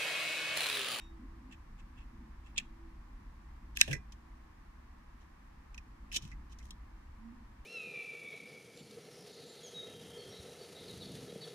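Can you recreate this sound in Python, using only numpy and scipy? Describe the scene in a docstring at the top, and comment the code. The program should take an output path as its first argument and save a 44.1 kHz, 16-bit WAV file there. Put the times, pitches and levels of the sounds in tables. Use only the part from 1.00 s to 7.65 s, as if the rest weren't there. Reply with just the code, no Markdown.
"""In a garden, over a glass table, someone handles a metal pocket lighter close by.
Its parts slide, catch and snap on the case, which rings briefly; the hands bump dully now and then.
Clicks, scrapes and bumps are short bursts of filtered noise; the lid's ping is two fading tones.
A low rumble swells with the bumps; behind it lie far traffic and a hum that swells and fades."""
import sys
import numpy as np
from scipy import signal
from scipy.fft import rfft, irfft
from scipy.io import wavfile
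from scipy.ndimage import uniform_filter1d

SR = 44100
rng = np.random.default_rng(int(sys.argv[2]) if len(sys.argv) > 2 else 0)


def dump(signal):
    """Clip the signal to [-1, 1] and save it as 16-bit WAV at the path in sys.argv[1]."""
    limited = np.clip(np.atleast_2d(signal).T, -1, 1)
    pcm = np.round(limited * 32767).astype(np.int16)
    wavfile.write(sys.argv[1], SR, pcm)


N = 293265

# Parts catch: the lid snaps shut near 2.8 s and is prised open again from 4.7 s.
# t/s, starting level/dB of the middle band (3.5-8 kHz), body/dB relative to that band, spot
CATCHES = [(1.579, -29.5, 4.5, "insert"), (1.584, -35.5, 8, "insert"), (1.5975, -53, 11, "knurl"),
           (2.7712, -34.5, 6, "corner"), (2.7937, -32, 18, "catch"), (2.813, -10, 1, "rim"),
           (2.8279, -48, -14, "side"), (2.8775, -53, 9.5, "side"), (2.9107, -48.5, 10, "side"),
           (2.9289, -38, 7, "shell"), (2.9502, -61, 16.5, "shell"), (2.965, -62, 9.5, "shell"),
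           (3.1217, -54, -2, "hinge"), (4.7443, -55.5, 4, "lip"), (4.7781, -50.5, 7.5, "lip"),
           (5.116, -59.5, 15.5, "lip"), (5.1262, -46.5, 0.5, "corner"), (5.162, -28, -2, "hinge"),
           (5.1662, -35.5, -0.5, "hinge"), (5.2224, -52.5, -6, "hinge"), (5.25, -63, 4, "hinge"),
           (5.277, -62, -5, "corner"), (5.315, -62.5, 12, "spring"), (5.587, -55.5, -9, "hinge"),
           (5.6, -70, 11, "spring"), (5.627, -66.5, 1, "hinge"), (5.655, -61, -10, "corner"),
           (5.707, -48, -2, "stop")]
# Parts slide: t/s of hardest pressure, rise/s, fall/s, middle band level/dB, relative body/dB, spot
SCRAPES = [(0.011, .012, 0.067, -71.5, 6.5, "knurl"), (.527, .022, .027, -66.5, 10, "knurl"),
           (.8, 0.021, .019, -70.5, 7, "knurl"), (.985, 0.025, .066, -77.5, 15, "knurl"),
           (1.47, .035, .044, -75, 9, "knurl"), (1.563, .005, .01, -65.5, 14.5, "insert"),
           (1.58, 0.0088, .014, -47.5, 10.5, "insert"), (2.768, .016, 0.0048, -55, 3, "hinge"),
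           (2.811, 0.027, 0.0049, -40, 0, "catch"), (2.915, .07, 0.05, -58, 7.5, "side"),
           (4.215, .035, .045, -77, 2, "hinge"), (5.147, .031, 0.014, -46, 4.5, "hinge"),
           (5.163, .032, 0.014, -38, 0.5, "hinge"), (5.25, .079, 0.083, -64, 1, "hinge"),
           (5.531, .036, 0.018, -65, -1.5, "hinge"), (5.655, 0.06, 0.073, -70.5, -8, "stop")]
# How each named spot sounds where parts meet (edge and cavity are relative to the middle band):
# edge/dB, clink f/Hz, clink boost/dB, bright f/Hz, cavity/dB, lid ring/dB, fade/s, free ring/dB, pan/dB
# A fade, or t60, is the time a sound takes to drop by 60 dB.
CONTACT_SPOTS = {"insert": (-19, 2930, -3, 7400, -25, -15, 0.0254, -9, -2.5),
                 "knurl": (-10, 2680, 5, 7500, 0, -10, .045, -11, -2),
                 "corner": (-1.5, 2520, 0, 6000, -3, 9, .016, -9, 1.5),
                 "catch": (-11, 2584, 7, 6100, -9, 12, 0, -12, -1.5),
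                 "rim": (-6.5, 2256, -14, 6253, -8, 11, 0.0112, -6, -2.5),
                 "side": (-4, 2720, 2.5, 5900, 3, -12, 0.0656, -2, -6.5),
                 "shell": (-8, 1990, 7, 5800, -6, -12, 0.056, 6.5, -5.5),
                 "lip": (-12, 2450, 7, 5900, -14, -12, 0.0352, -10, -3),
                 "hinge": (-10.5, 3030, 9, 5920, -24, -15, 0.0477, -11, -1),
                 "spring": (-16, 2060, 15, 5900, -10, -15, 0.08, -11, -3),
                 "stop": (-5.5, 3130, 25, 6250, -20, 12, 0.0233, 7, 0)}
# Pitches that the hand-damped case boosts or weakens: f/Hz, width/Hz, gain/dB
CASE_COLOUR = [(1809.4, 250, 5), (2590, 190, 9), (3318.1, 240, 5), (3990, 180, 3), (4814.8, 200, -3),
               (5270, 280, 6.5), (5876, 160, 3), (6738, 440, 3), (9200, 364, 6), (13710, 1200, 4)]
# Pitches at which the metal rings longer: f/Hz, gain/dB, fade/s
METAL_RINGS = [(1631, -8.5, .22), (2003, -6, 0.13), (2419.3, -5, .3), (3021, -7.5, .13), (3370, -5.5, .15),
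               (3718, -4.5, .2), (4016, -6, .19), (5330, -10.5, .12), (5652, -5.5, .13), (5824, -5, 0.07),
               (6551, -10.5, 0.076), (7900, -8, .11), (8400, -4, .09)]
# Pitches at which the lid's wall rocks: f/Hz, width/Hz, gain/dB
LID_WALL_RINGS = [(3780, 410, 0.5), (4000, 20, -2)]
# The lid still sings from being flipped open: f/Hz, starting level/dB, fade/s
LID_TONES = [(3726, -64.5, 0.98), (5655, -75, 0.3574)]
# Soft bumps of the hands: t/s, level/dB, top f/Hz, fade/s, side/dB
# "Mid" is the sound that left and right share; "side" pushes one while it pulls the other.
HAND_BUMPS = [(2.812, -33.5, 1900, .012, -1), (2.877, -40, 620, .16, -1.5), (2.886, -32.5, 142, .19, -14),
              (2.91, -39, 161, .28, -9), (2.911, -42.5, 480, .1, -1), (2.928, -42, 520, .08, -1),
              (2.946, -46, 476, .12, 1), (5.16, -48.5, 380, 0.089, -3), (5.162, -50.5, 1400, .04, -1),
              (5.21, -47, 170, .2, -15), (5.245, -44.5, 200, .12, -10), (5.309, -52, 140, .2, -10)]
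# Low rumble, from deep to high: f/Hz, relative level/dB
RUMBLE_SPECTRUM = [(15, -5.5), (30, -0.5), (54, 2), (68, -0.5), (85, -13), (115, -13.5), (150, -19),
                   (190, -16), (260, -21), (340, -24), (420, -42.5)]
# The low rumble swells with the hands' dull bumps near 2.85 s and 5.3 s: t/s, level/dB before its trim
RUMBLE_CURVE = [(0, -50), (2.5, -51.5), (2.85, -46), (3.2, -53.5), (4.7, -53.5), (5.3, -47.5), (5.8, -52),
                (6.65, -53)]
# Far traffic and air, the mid part and the side part: f/Hz, relative level/dB
TRAFFIC_MID = [(60, -11), (400, -8.5), (620, -12.5), (850, -4), (1080, 0), (1420, -8), (1750, -6.5),
               (3100, -20.5), (5500, -24.5), (8500, -30.5), (15500, -35)]
TRAFFIC_SIDE = [(20, -11), (50, -5), (100, -11), (320, -4.5), (480, -8), (750, -4.5), (1100, -2.5),
                (1450, -10), (1900, -8), (3500, -21.5), (5500, -23), (8500, -30), (15500, -33)]
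# Swells of the hum's tone and of the blurred band below it: peak t/s, length/s, level/dB
HUM_TONE_SWELLS = [(.2, 0.88, -67), (1.15, 0.45, -70), (1.83, 0.63, -66.5), (3.35, 0.43, -75.5)]
HUM_BLUR_SWELLS = [(.24, 0.13, -50.5), (.46, .22, -57), (1.22, 0.28, -62), (1.62, .3, -65),
                   (6.36, 0.31, -62)]


def clicks():
    """Each catch is a sudden force that the fingers quickly damp; the spot sets its colour and ring."""
    out = np.zeros((2, N))
    for s, db, body_db, spot in CATCHES:
        *colour, lid_db, t60, ring_db, pan_db = CONTACT_SPOTS[spot]
        strike = contact(dying(t60), db, body_db, *colour)
        strike = metal_ring(strike, ring_db)
        add(out, s, panned(strike + lid_ring(strike, lid_db), pan_db))
    return out


def slides(slips_per_s=520, uneven_db=3.5, ends_db=-16, clink_share=.6):
    """Metal rubs on metal in quick uneven slips while the pressure rises and falls."""
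    out = np.zeros((2, N))
    for s, rise, fall, db, body_db, spot in SCRAPES:
        edge_db, clink_hz, clink_db, bright_hz, cavity_db, *_ = CONTACT_SPOTS[spot]
        t = np.arange(0, rise + fall, 1 / SR)
        pressure_db = np.interp(t, [0, rise, rise + fall], [ends_db, 0, ends_db])
        force = from_db(pressure_db + uneven_db * wobble(t, slips_per_s))
        scrape = contact(force, db, body_db, edge_db, clink_hz, clink_share * clink_db,
                         bright_hz, cavity_db)
        add(out, s - rise, scrape)
    return panned(out + lid_ring(out, db=-6), pan_db=-2)


def contact(force, db, body_db, edge_db, clink_hz, clink_db, bright_hz, cavity_db):
    """A force shakes the case: a hollow cavity, a clinking body, a bright middle and a hard edge."""
    force = np.pad(force, (0, SR // 100))
    shake = noise_burst(force)
    for hz, width_hz, gain_db in CASE_COLOUR:
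        shake = shake + (from_db(gain_db) - 1) * resonance(shake, hz, width_hz)
    clink = from_db(clink_db) * resonance(shake, clink_hz, width_hz=150)
    bright = from_db(1.5) * resonance(shake, bright_hz, width_hz=1100)
    cavity = band(shake, 1569, 1829)  # the air inside the case
    body = band(shake + clink, 0.74975 * clink_hz, 1.26 * clink_hz, order=4)
    middle = band(shake + bright, 3500, 7790, order=3)
    top = band(shake, 10300, 15000, order=3)
    edge = band(shake, 8100, 10000, order=3) + from_db(-9) * top
    # this close, left and right hear the case mostly out of step
    out = (from_db(body_db) * spread(body, side_db=1)
           + spread(middle, side_db=0)
           + from_db(edge_db) * panned(spread(edge, side_db=0), pan_db=5.5)
           + from_db(cavity_db) * spread(cavity, side_db=1))
    return from_db(db) * rms(force) * out


def metal_ring(strike, ring_db):
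    """A strike with the metal's ring added, strong only when the fingers leave it free."""
    strike = np.pad(strike, ((0, 0), (0, SR // 4)))
    ring = sum(from_db(db) * resonance(strike, hz, width_hz=np.log(1000) / (np.pi * t60))
               for hz, db, t60 in METAL_RINGS)
    return strike + from_db(ring_db) * ring


def lid_ring(shake, db):
    """A contact rocks the lid's wall, which pushes air to one side and pulls it from the other."""
    side = (shake[0] - shake[1]) / 2
    rocking = sum(from_db(db + gain_db) * resonance(side, hz, width_hz)
                  for hz, width_hz, gain_db in LID_WALL_RINGS)
    return left_right(0, rocking)


def lid_ping(finger_s=0.08416, stop_db_per_s=250):
    """The lid's two pure tones fade, then a finger stops them."""
    t = np.arange(N) / SR
    finger_db = -stop_db_per_s * np.clip(t - finger_s, 0, 1)
    return sum(np.sqrt(2) * from_db(db - 60 * t / t60 + finger_db) * np.sin(2 * np.pi * hz * t)
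               for hz, db, t60 in LID_TONES)


def hand_bumps(low_hz=88):
    """Soft flesh gives short dull thuds."""
    out = np.zeros((2, N))
    for s, db, top_hz, t60, side_db in HAND_BUMPS:
        force = np.pad(dying(t60), (0, SR // 30))
        thud = band(noise_burst(force), low_hz, top_hz, order=4)
        add(out, s, from_db(db) * rms(force) * spread(thud, side_db))
    return out


def garden_echo(sound, t60=.24, echo_db=-25, gap_s=.006):
    """Table, paving and wall scatter back a short, duller tail."""
    decay = dying(t60)
    scatter = rng.standard_normal((2, len(decay))) * decay
    echoes = band(scatter, 300, 7500, order=1) / np.sqrt(np.sum(decay ** 2))
    echoes = np.pad(echoes, ((0, 0), (int(gap_s * SR), 0)))
    return from_db(echo_db) * signal.fftconvolve(sound, echoes, axes=1)[:, :N]


def rumble_and_traffic(rumble_trim_db=-.5, mid_db=-67, side_db=-67.5):
    """A low rumble swells with the hands' dull bumps, under a steady wash of far traffic."""
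    level_db = np.interp(np.arange(N) / SR, *np.transpose(RUMBLE_CURVE))
    rumble = from_db(level_db + rumble_trim_db) * steady_noise(RUMBLE_SPECTRUM)
    traffic_mid = from_db(mid_db) * steady_noise(TRAFFIC_MID)
    traffic_side = from_db(side_db) * steady_noise(TRAFFIC_SIDE)
    return left_right(rumble + traffic_mid, traffic_side)


def hum(tone_hz=328, blur_hz=240.4, tone_rest_db=-79, blur_rest_db=-71, side_share=.35):
    """A distant hum: a wavering tone over a blurred lower band, with one rising tone near the end."""
    t = np.arange(N) / SR
    blur = rms_one(band(rng.standard_normal(N), .88 * blur_hz, 1.1 * blur_hz))
    blur *= from_db(blur_rest_db) + swells(t, HUM_BLUR_SWELLS)
    waver_hz = 2.6 * np.interp(t * 10, np.arange(80), rng.standard_normal(80))
    flutter = from_db(3 * wobble(t, per_s=14))
    strength = from_db(tone_rest_db) + swells(t, HUM_TONE_SWELLS)
    wavering = tone(tone_hz + waver_hz, flutter * strength)
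    peak_s, length_s, peak_db, peak_hz, glide_hz_per_s = 6.28, .27, -51.5, 232, 150
    rising = tone(peak_hz + glide_hz_per_s * (t - peak_s), swells(t, [(peak_s, length_s, peak_db)]))
    tones = wavering + rising
    return left_right(blur + tones, -side_share * tones)


def from_db(db):
    """Turn decibels into a number to multiply by."""
    return 10 ** (np.asarray(db) / 20)


def rms(x):
    """The average strength of a signal (root mean square)."""
    return np.sqrt(np.mean(x ** 2) + 1e-20)


def rms_one(x):
    """Scale a signal to an average strength of 1."""
    return x / rms(x)


def band(x, low_hz, high_hz, order=2):
    """Keep the pitches between two limits; a higher order cuts more sharply."""
    return signal.sosfilt(signal.butter(order, [low_hz, high_hz], "band", fs=SR, output="sos"), x)


def resonance(x, hz, width_hz):
    """Ring at one pitch, with gain 1 there; the narrower, the longer it rings."""
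    r = np.exp(-np.pi * width_hz / SR)
    feed = np.array([1, 0, -1]) * (1 - r * r) / 2
    feedback = [1, -2 * r * np.cos(2 * np.pi * hz / SR), r * r]
    return signal.lfilter(feed, feedback, x + 1e-18)


def dying(t60):
    """A curve that fades from 1 by 60 dB in t60 seconds."""
    return np.exp(-np.log(1000) * np.arange(int(t60 * SR)) / (t60 * SR))


def wobble(t, per_s):
    """A random curve between -2 and 2 that heads for a new value per_s times a second."""
    return np.interp(t * per_s, np.arange(256), np.clip(rng.standard_normal(256), -2, 2))


def swells(t, rows):
    """Each row is a smooth, bell-shaped rise and fall in strength."""
    return sum(from_db(db) * np.cos(np.pi * np.clip((t - s) / length, -.5, .5)) ** 2
               for s, length, db in rows)


def tone(hz, strength):
    """A pure tone that follows a pitch curve and a strength curve."""
    return np.sqrt(2) * strength * np.sin(2 * np.pi * np.cumsum(hz) / SR)


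def noise_burst(force):
    """Two noises that follow a force, spread evenly over pitch as from a sharp contact."""
    noise = rng.standard_normal((2, len(force)))
    for _ in range(4):
        spectrum = rfft(noise * force)
        noise = irfft(spectrum / (np.abs(spectrum) + 1e-12), len(force))  # even over pitch
        noise = noise / np.sqrt(uniform_filter1d(noise ** 2, size=64) + 1e-9)  # even over time
    return noise * force


def steady_noise(spectrum):
    """Noise of strength 1 with the given balance of low and high pitches."""
    hz, db = np.transpose(spectrum)
    log_hz = np.log(np.arange(N // 2 + 1) * SR / N + 1)
    gain = from_db(np.interp(log_hz, np.log(hz), db, left=-80, right=-80))
    return rms_one(irfft(rfft(rng.standard_normal(N)) * gain, N))


def left_right(mid, side):
    """Left and right from their shared and opposed parts."""
    return np.array([mid + side, mid - side])


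def spread(two, side_db):
    """Make two unrelated signals a balanced left and right of strength 1; more side sounds wider."""
    first, second = map(rms_one, two)
    mid = rms_one(first + second)
    side = from_db(side_db) * rms_one(first - second)
    return rms_one(left_right(mid, side))


def panned(x, pan_db):
    """Make the left louder than the right by pan_db."""
    return x * from_db(np.array([[.5], [-.5]]) * pan_db)


def add(out, s, sound):
    """Mix a sound in, starting at s seconds."""
    at = max(int(s * SR), 0)
    out[:, at:at + sound.shape[1]] += sound[:, :N - at]


def scene():
    """The lighter and its echoes, the hands, and the garden behind."""
    lighter = clicks() + slides() + lid_ping()
    return lighter + garden_echo(lighter) + hand_bumps() + rumble_and_traffic() + hum()


def record(dry):
    """Clip any peak beyond full scale, then cut the treble above 15400 Hz."""
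    treble_cut = signal.ellip(10, .1, 80, 15400, fs=SR, output="sos")
    return signal.sosfilt(treble_cut, np.clip(dry, -1, 1))


dry = scene()
out = record(dry)
dump(out)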